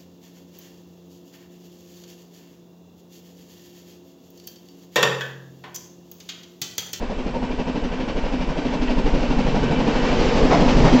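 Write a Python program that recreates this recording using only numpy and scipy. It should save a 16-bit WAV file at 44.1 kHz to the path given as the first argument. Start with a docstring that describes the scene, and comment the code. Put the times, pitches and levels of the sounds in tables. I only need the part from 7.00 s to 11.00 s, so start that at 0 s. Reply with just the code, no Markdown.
"""A steam locomotive runs fast towards a microphone on a station platform, beating twelve times a second.
Each exhaust beat is a push of air, a low thud, a chuff that rings in the chimney and smokebox, and a
spit of steam; trees and fences along the line scatter it into a short tail. Under the beats the wheels
rumble and the rails rush and sing, louder and brighter as the train closes in. A rail pings once,
and at close range two beats bark harder. A low rumble and a faint whine lie behind it all."""
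import sys
import numpy as np
from scipy import signal
from scipy.fft import rfft, irfft, next_fast_len
from scipy.io import wavfile
from scipy.ndimage import uniform_filter1d, map_coordinates

SR = 44100
rng = np.random.default_rng(int(sys.argv[2]) if len(sys.argv) > 2 else 0)


def to_wav(sig):
    """Store sig (one row per channel, or 1-D mono) as 16-bit WAV at the path in sys.argv[1].

    Samples outside -1..1 are clipped; the rate is SR.
    """
    pcm = np.clip(np.atleast_2d(sig), -1, 1) * 32767
    pcm = np.round(pcm).astype(np.int16)
    wavfile.write(sys.argv[1], SR, pcm.T)  # frames by channels


N = 176400
TIME = np.arange(N) / SR


def amp(db):
    """Decibels to gain."""
    return 10 ** (np.asarray(db) / 20)


def unit(x):
    """Scale to rms 1."""
    return x / np.sqrt(np.mean(x ** 2) + 1e-20)


def along(points, hz):
    """Interpolate (frequency [Hz], value) points on a log axis."""
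    f, v = np.transpose(points)
    return np.interp(np.log(hz + 1), np.log(f + 1), v)


def level(rows):
    """Gain per sample from (time [s], level [dB]) points."""
    return amp(np.interp(TIME, *np.transpose(rows)))


def wobble(rate):
    """A smooth random curve, rate knots a second."""
    return map_coordinates(rng.standard_normal(1024), [TIME * rate], mode="mirror")


def filtered(x, response):
    """Filter x by a complex response of frequency."""
    m = next_fast_len(N + SR // 2)
    return irfft(rfft(x, m) * response(np.fft.rfftfreq(m, 1 / SR)), m)[:N]


def noise(spectrum, patchy_db):
    """Coloured noise of rms 1 with patches of random gain."""
    z = signal.stft(rng.standard_normal(N), nperseg=1024)[2]
    patches = uniform_filter1d(uniform_filter1d(rng.standard_normal(z.shape), 3, 0), 12, 1)
    patched = signal.istft(z * amp(patchy_db * unit(patches)), nperseg=1024)[1][:N]
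    return unit(filtered(patched, lambda hz: amp(along(spectrum, hz))))


def resonances(modes, hz):
    """Response of (frequency [Hz], width [Hz], gain [dB]) resonances."""
    return sum(amp(db) * 1j * hz * w / (c * c - hz * hz + 1j * hz * w) for c, w, db in modes)


def ringing(drive, modes, low_hz, high_hz):
    """Resonances excited by drive, through a steep band-pass, at rms 1."""
    def response(hz):
        band = hz ** 4 / (hz ** 4 + low_hz ** 4) / (1 + (hz / high_hz) ** 4)
        return resonances(modes, hz) * band
    return unit(filtered(drive, response))


def burst(t, attack_s, hold_s, decay_s):
    """Smooth rise, hold and exponential release."""
    rise = np.sin(np.pi / 2 * np.clip(t / attack_s, 0, 1)) ** 2
    return rise * np.exp(-np.maximum(t - attack_s - hold_s, 0) / decay_s)


# Ambience on the platform: (frequency [Hz], relative level [dB])
STATION_SPECTRUM = [(20, -0.5), (45, 1), (70, -1.5), (100, -23.5), (200, -42)]
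def station_rumble(level_db=-37.5):
    """A soft, steady low rumble all around the microphone."""
    return amp(level_db) * noise(STATION_SPECTRUM, patchy_db=1)


# Tones far in the background: (frequency [Hz], level [dB])
WHINE_TONES = [(7867, -77), (8133, -79)]
def whine():
    """Two faint, steady high tones."""
    return sum(amp(db) * np.sqrt(2) * np.sin(2 * np.pi * hz * TIME) for hz, db in WHINE_TONES)


# Ring of a pinging rail: (frequency [Hz], width [Hz], gain [dB])
PING_MODES = [(1950, 74, 2), (2250, 80, -13), (2720, 240, 1)]
# The ping, heard from the platform: (time [s], level [dB])
RAIL_PINGS = [(1.871, -33)]
def rail_ping():
    """A rail pings once, brief and metallic."""
    steel = ringing(rng.standard_normal(N), PING_MODES, low_hz=1100, high_hz=3500)
    return steel * sum(amp(db) * burst(TIME - start, attack_s=.0067, hold_s=.013, decay_s=.0082)
                       for start, db in RAIL_PINGS)


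# Rails ahead of the train: (frequency [Hz], width [Hz], gain [dB])
SONG_MODES = [(1535, 92, -2.5), (1900, 99, -11), (2350, 97, -4.5), (2655, 79, -4), (2940, 99, -6)]
# Their singing, heard from the platform: (time [s], level [dB])
SONG_LEVELS = [(0, -49), (.6, -45), (1.2, -43), (2, -42.5), (3, -36), (4, -46.5)]
def rail_song():
    """The rails ring in a few narrow bands under the wheels."""
    steel = ringing(rng.standard_normal(N), SONG_MODES, low_hz=1100, high_hz=3500)
    return level(SONG_LEVELS) * steel * amp(wobble(8.5))


# Rush of the rails: (frequency [Hz], relative level [dB])
RUSH_SPECTRUM = [(300, 5), (900, 6.5), (1300, -1.5), (1750, 0), (2200, -2), (2800, -3.5), (3600, -6.5),
                 (5000, -9), (6000, -13.5), (6700, -19), (7500, -19.5), (8100, -44.5), (8800, -59)]
# Its approach: (time [s], level [dB])
RUSH_LEVELS = [(0, -40), (.6, -39.5), (1.4, -37.5), (2.2, -34), (2.75, -33), (3.2, -26), (3.45, -27),
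               (3.85, -25), (4, -24.5)]
def rail_rush(treble_hz=3600, brighten_db_per_s=.8):
    """The rails rush; the air swallows less treble as the distance to the microphone shrinks."""
    rush = level(RUSH_LEVELS) * noise(RUSH_SPECTRUM, patchy_db=.8) * amp(.7 * wobble(20))
    treble = filtered(rush, lambda hz: hz ** 4 / (hz ** 4 + treble_hz ** 4))
    treble_gain = amp(brighten_db_per_s * (TIME - N / SR / 2))
    return rush + treble * (treble_gain - 1)


# Roar of the track: (frequency [Hz], relative level [dB])
ROAR_SPECTRUM = [(120, -12), (250, 12), (330, 4.5), (480, 11), (560, 6.5), (750, 0.5), (950, 2.5),
                 (1300, -8.5), (2500, -68)]
# Hollow ring of wheels on track: (frequency [Hz], width [Hz], gain [dB])
HOLLOW_MODES = [(406, 10, -4), (467.6, 54, 7.5), (508, 48, -10.5)]
# Roar and hollow ring at the platform: (time [s], level [dB])
ROAR_LEVELS = [(0, -38.5), (1, -34.5), (2, -31), (2.7, -29), (3.1, -27), (3.5, -23), (4, -23)]
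HOLLOW_LEVELS = [(0, -49.5), (2.2, -46), (2.9, -32), (3.35, -23), (3.7, -28.5), (4, -33.5)]
def track_roar():
    """The track roars under the wheels and rings hollow at close range."""
    roar = level(ROAR_LEVELS) * noise(ROAR_SPECTRUM, patchy_db=1.9) * amp(.71 * wobble(26))
    hollow = ringing(rng.standard_normal(N), HOLLOW_MODES, low_hz=300, high_hz=704)
    return roar + level(HOLLOW_LEVELS) * hollow


# Rumble of the wheels: (frequency [Hz], relative level [dB])
WHEEL_SPECTRUM = [(25, 2), (45, -0.5), (65, -4.5), (100, -9.5), (138, 3.5), (185, -2.5), (215, 0.5),
                  (250, 2.5), (325, -6.5), (600, -51)]
# From far to near: (time [s], level [dB])
WHEEL_LEVELS = [(0, -41), (.8, -37.5), (1.4, -42), (2.1, -33.5), (2.55, -25.5), (2.8, -26), (3.1, -21),
                (3.55, -19.5), (4, -23.5)]
def wheel_rumble():
    """Wheels roll on the rails with a low, unsteady rumble."""
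    return level(WHEEL_LEVELS) * noise(WHEEL_SPECTRUM, patchy_db=2.95) * amp(.8 * wobble(7.3))


# Echo beside the line: (frequency [Hz], time to fall 60 dB [s])
LINESIDE_DECAY = [(200, 0.99), (2000, 0.75), (8000, 0.097)]
def lineside_echo(exhaust):
    """Trees and fences scatter the exhaust back to the microphone as a short tail."""
    hz, t, z = signal.stft(rng.standard_normal(SR // 2), SR, nperseg=256)
    decay = amp(-60 * t / along(LINESIDE_DECAY, hz)[:, None])
    tail = signal.istft(z * decay, SR, nperseg=256)[1]
    return signal.fftconvolve(exhaust, tail / np.linalg.norm(tail))[:N]


# The four beats in one turn of the wheels: (push accent [dB], chuff accent [dB])
TURN_ACCENTS = [(0.4, 0.17), (1, -1.2), (4, -1.55), (1.5, -0.4)]
PUSH_ACCENTS, CHUFF_ACCENTS = np.transpose(TURN_ACCENTS)
def beats(scatter_db, accents_db=0, first_s=.0175, spacing_s=.081856, quicken_s=9.57e-6):
    """One impulse per exhaust beat, quickening slightly; any accents repeat with the wheel turn."""
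    k = np.arange(int(N / SR / spacing_s) + 1)
    times = first_s + spacing_s * k - quicken_s * k ** 2
    gains = amp(np.resize(accents_db, len(k)) + scatter_db * rng.standard_normal(len(k)))
    return np.bincount(np.round(times * SR).astype(int), gains, N)[:N]


def pulses(hits, delay_s, width_s):
    """Lay a bell-shaped pulse on every beat."""
    t = np.arange(-SR // 2, SR // 2 + 1) / SR
    return signal.fftconvolve(hits, np.exp(-.5 * ((t - delay_s) / width_s) ** 2), "same")


def puffs(hits, lead_s, attack_s, hold_s, decay_s):
    """Lay a burst of flow on every beat, opening lead_s ahead of it."""
    t = np.arange(-SR // 2, SR // 2 + 1) / SR
    return signal.fftconvolve(hits, burst(t + lead_s, attack_s, hold_s, decay_s), "same")


# Low body of a beat: (frequency [Hz], relative level [dB])
THUD_SPECTRUM = [(95, -24.5), (135, 4.5), (178, 13), (210, 0), (260, -34.5)]
# Its weight at the platform: (time [s], level [dB])
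THUD_LEVELS = [(0, -53), (.6, -47), (1.3, -39), (1.65, -37), (2.2, -33), (2.65, -30.5), (3.05, -35),
               (3.55, -27), (4, -29)]
def thuds():
    """The low body of each beat fills out as the engine nears."""
    flow = puffs(beats(scatter_db=3), lead_s=.0051, attack_s=.013, hold_s=.01, decay_s=.032)
    return level(THUD_LEVELS) * unit(flow * noise(THUD_SPECTRUM, patchy_db=.8))


# Hiss of steam: (frequency [Hz], relative level [dB])
SPIT_SPECTRUM = [(400, -28), (1000, 1), (1550, 2), (1900, -0.5), (2700, 5), (3600, -4.5), (4750, -5),
                 (6300, -11.5), (7500, -29), (8700, -43)]
# From far to near: (time [s], level [dB])
SPIT_LEVELS = [(0, -47), (.5, -42.5), (1.5, -42.5), (2.5, -39), (3.2, -39), (4, -33.5)]
def steam_spit():
    """A spit of steam rides on each chuff."""
    flow = puffs(beats(scatter_db=1.4), lead_s=.0053, attack_s=.013, hold_s=.013, decay_s=.023)
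    return level(SPIT_LEVELS) * unit(flow * noise(SPIT_SPECTRUM, patchy_db=2))


# Blast of a hard beat: (frequency [Hz], relative level [dB])
BARK_SPECTRUM = [(100, -3.5), (160, -28), (330, -1.5), (520, 6), (800, 4), (1150, -8), (1500, -20),
                 (2000, -6), (3000, -18.5), (5500, -19), (8500, -45.5)]
# Its metallic ring: (frequency [Hz], width [Hz], gain [dB])
BARK_RING_MODES = [(709, 45, 5), (1040, 170, -5.5), (1238, 47, -3), (1850, 120, -10)]
# The hard beats: (time [s], hold [s], level [dB])
HARD_BEATS = [(3.501, 0.031, -18.5), (3.841, .03, -22)]
def barks(ring_db=-2):
    """Two harder beats with a metallic ring when the engine is close to the microphone."""
    ring = ringing(rng.standard_normal(N), BARK_RING_MODES, low_hz=490, high_hz=2500)
    blast = noise(BARK_SPECTRUM, patchy_db=1)
    flow = sum(amp(db) * burst(TIME - start, attack_s=.016, hold_s=hold, decay_s=.017)
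               for start, hold, db in HARD_BEATS)
    return (blast + amp(ring_db) * ring) * flow


# Push of air at the microphone: (time [s], level [dB])
PUSH_LEVELS = [(0, -27), (1, -27), (1.7, -27.5), (2.2, -21), (2.5, -23), (2.75, -25.5), (3.1, -20),
               (3.45, -19.5), (3.8, -15.5), (4, -10)]
def air_push(cut_hz=7, ring_hz=23.5, ring_width_hz=8.5, ring_gain=1.3):
    """Each beat's push of air, with a deep ring from the microphone's low cut."""
    hits = beats(scatter_db=3, accents_db=PUSH_ACCENTS)
    pressure = -pulses(hits, delay_s=-.0061, width_s=.0044)
    def microphone(hz):
        s = 1j * hz / cut_hz
        low_cut = s ** 3 / ((s + 1) * (s * s + s + 1))
        ring = resonances([(ring_hz, ring_width_hz, 0)], hz)
        return low_cut * (1 + ring_gain * ring)
    return level(PUSH_LEVELS) * unit(filtered(pressure, microphone))


# Chimney and smokebox: (frequency [Hz], width [Hz], gain [dB])
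CHIMNEY_MODES = [(201.3, 20, -17.5), (252.2, 12.6, 6), (282.3, 11, -2.5), (366, 27, -8), (444.6, 54, -12)]
# Their ring, heard from the platform: (time [s], level [dB])
CHIMNEY_LEVELS = [(0, -31), (.5, -31), (1.2, -26.5), (1.45, -32), (1.65, -26), (1.95, -24.5), (2.25, -26.5),
                  (2.8, -31), (3.15, -25.5), (3.4, -24), (3.7, -20), (4, -18)]
def chimney_ring(kick_db=-6, draught=.088, jitter_s=.0012):
    """Each beat kicks the chimney and smokebox; the turbulent flow keeps them droning."""
    hits = beats(scatter_db=1, accents_db=CHUFF_ACCENTS)
    flow = draught + puffs(hits, lead_s=.013, attack_s=.014, hold_s=.022, decay_s=.012)
    # (frequency [Hz], relative level [dB])
    turbulence = [(60, -19), (110, -10.5), (170, 5.5), (500, 4.5), (900, -2.5), (2500, -29)]
    drive = flow * noise(turbulence, patchy_db=1.06)
    kicks = pulses(hits, delay_s=.01059, width_s=.0004)
    kicks = map_coordinates(kicks, [np.arange(N) + jitter_s * SR * wobble(12)], order=1)
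    drone, knock = (ringing(x, CHIMNEY_MODES, low_hz=125, high_hz=900) for x in (drive, kicks))
    return level(CHIMNEY_LEVELS) * unit(drone + amp(kick_db) * knock)


# Blast from the chimney: (frequency [Hz], relative level [dB])
CHUFF_SPECTRUM = [(60, -24), (110, -11.5), (200, 9), (320, -6), (520, 0), (740, -6.5), (940, -3),
                  (1250, -24), (2000, -24), (4000, -60.5)]
# As the engine bears down on the platform: (time [s], relative level [dB])
CHUFF_LEVELS = [(0, -29), (.7, -25.5), (1.2, -27), (1.45, -27), (1.8, -26.5), (2.3, -23.5), (2.8, -19.5),
                (3.2, -28), (3.55, -20.5), (4, -19)]
def chuffs(gain_db=-5):
    """Bursts of turbulent steam leave the chimney."""
    hits = beats(scatter_db=1.56, accents_db=CHUFF_ACCENTS)
    flow = puffs(hits, lead_s=.0091, attack_s=.0087, hold_s=.026, decay_s=.013)
    return amp(gain_db) * level(CHUFF_LEVELS) * unit(flow * noise(CHUFF_SPECTRUM, patchy_db=1.4))


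def scene(echo_db=-13):
    """From the platform: the exhaust and its echo over the rolling train and the station ambience."""
    exhaust = thuds() + chuffs() + chimney_ring() + steam_spit() + barks()
    engine = air_push() + exhaust + amp(echo_db) * lineside_echo(exhaust)
    rolling = wheel_rumble() + track_roar() + rail_rush() + rail_song() + rail_ping()
    return (engine + rolling + station_rumble() + whine())[None]


def record(dry, ceiling=.72, roll_off_hz=7960, top_hz=9000):
    """The camera rounds off the highest peaks and keeps nothing above its band limit."""
    rounded = dry[0] / (1 + np.abs(dry[0] / ceiling) ** 8) ** (1 / 8)
    return filtered(rounded, lambda hz: (hz < top_hz) / np.sqrt(1 + (hz / roll_off_hz) ** 40))[None]


dry = scene()
out = record(dry)
to_wav(out)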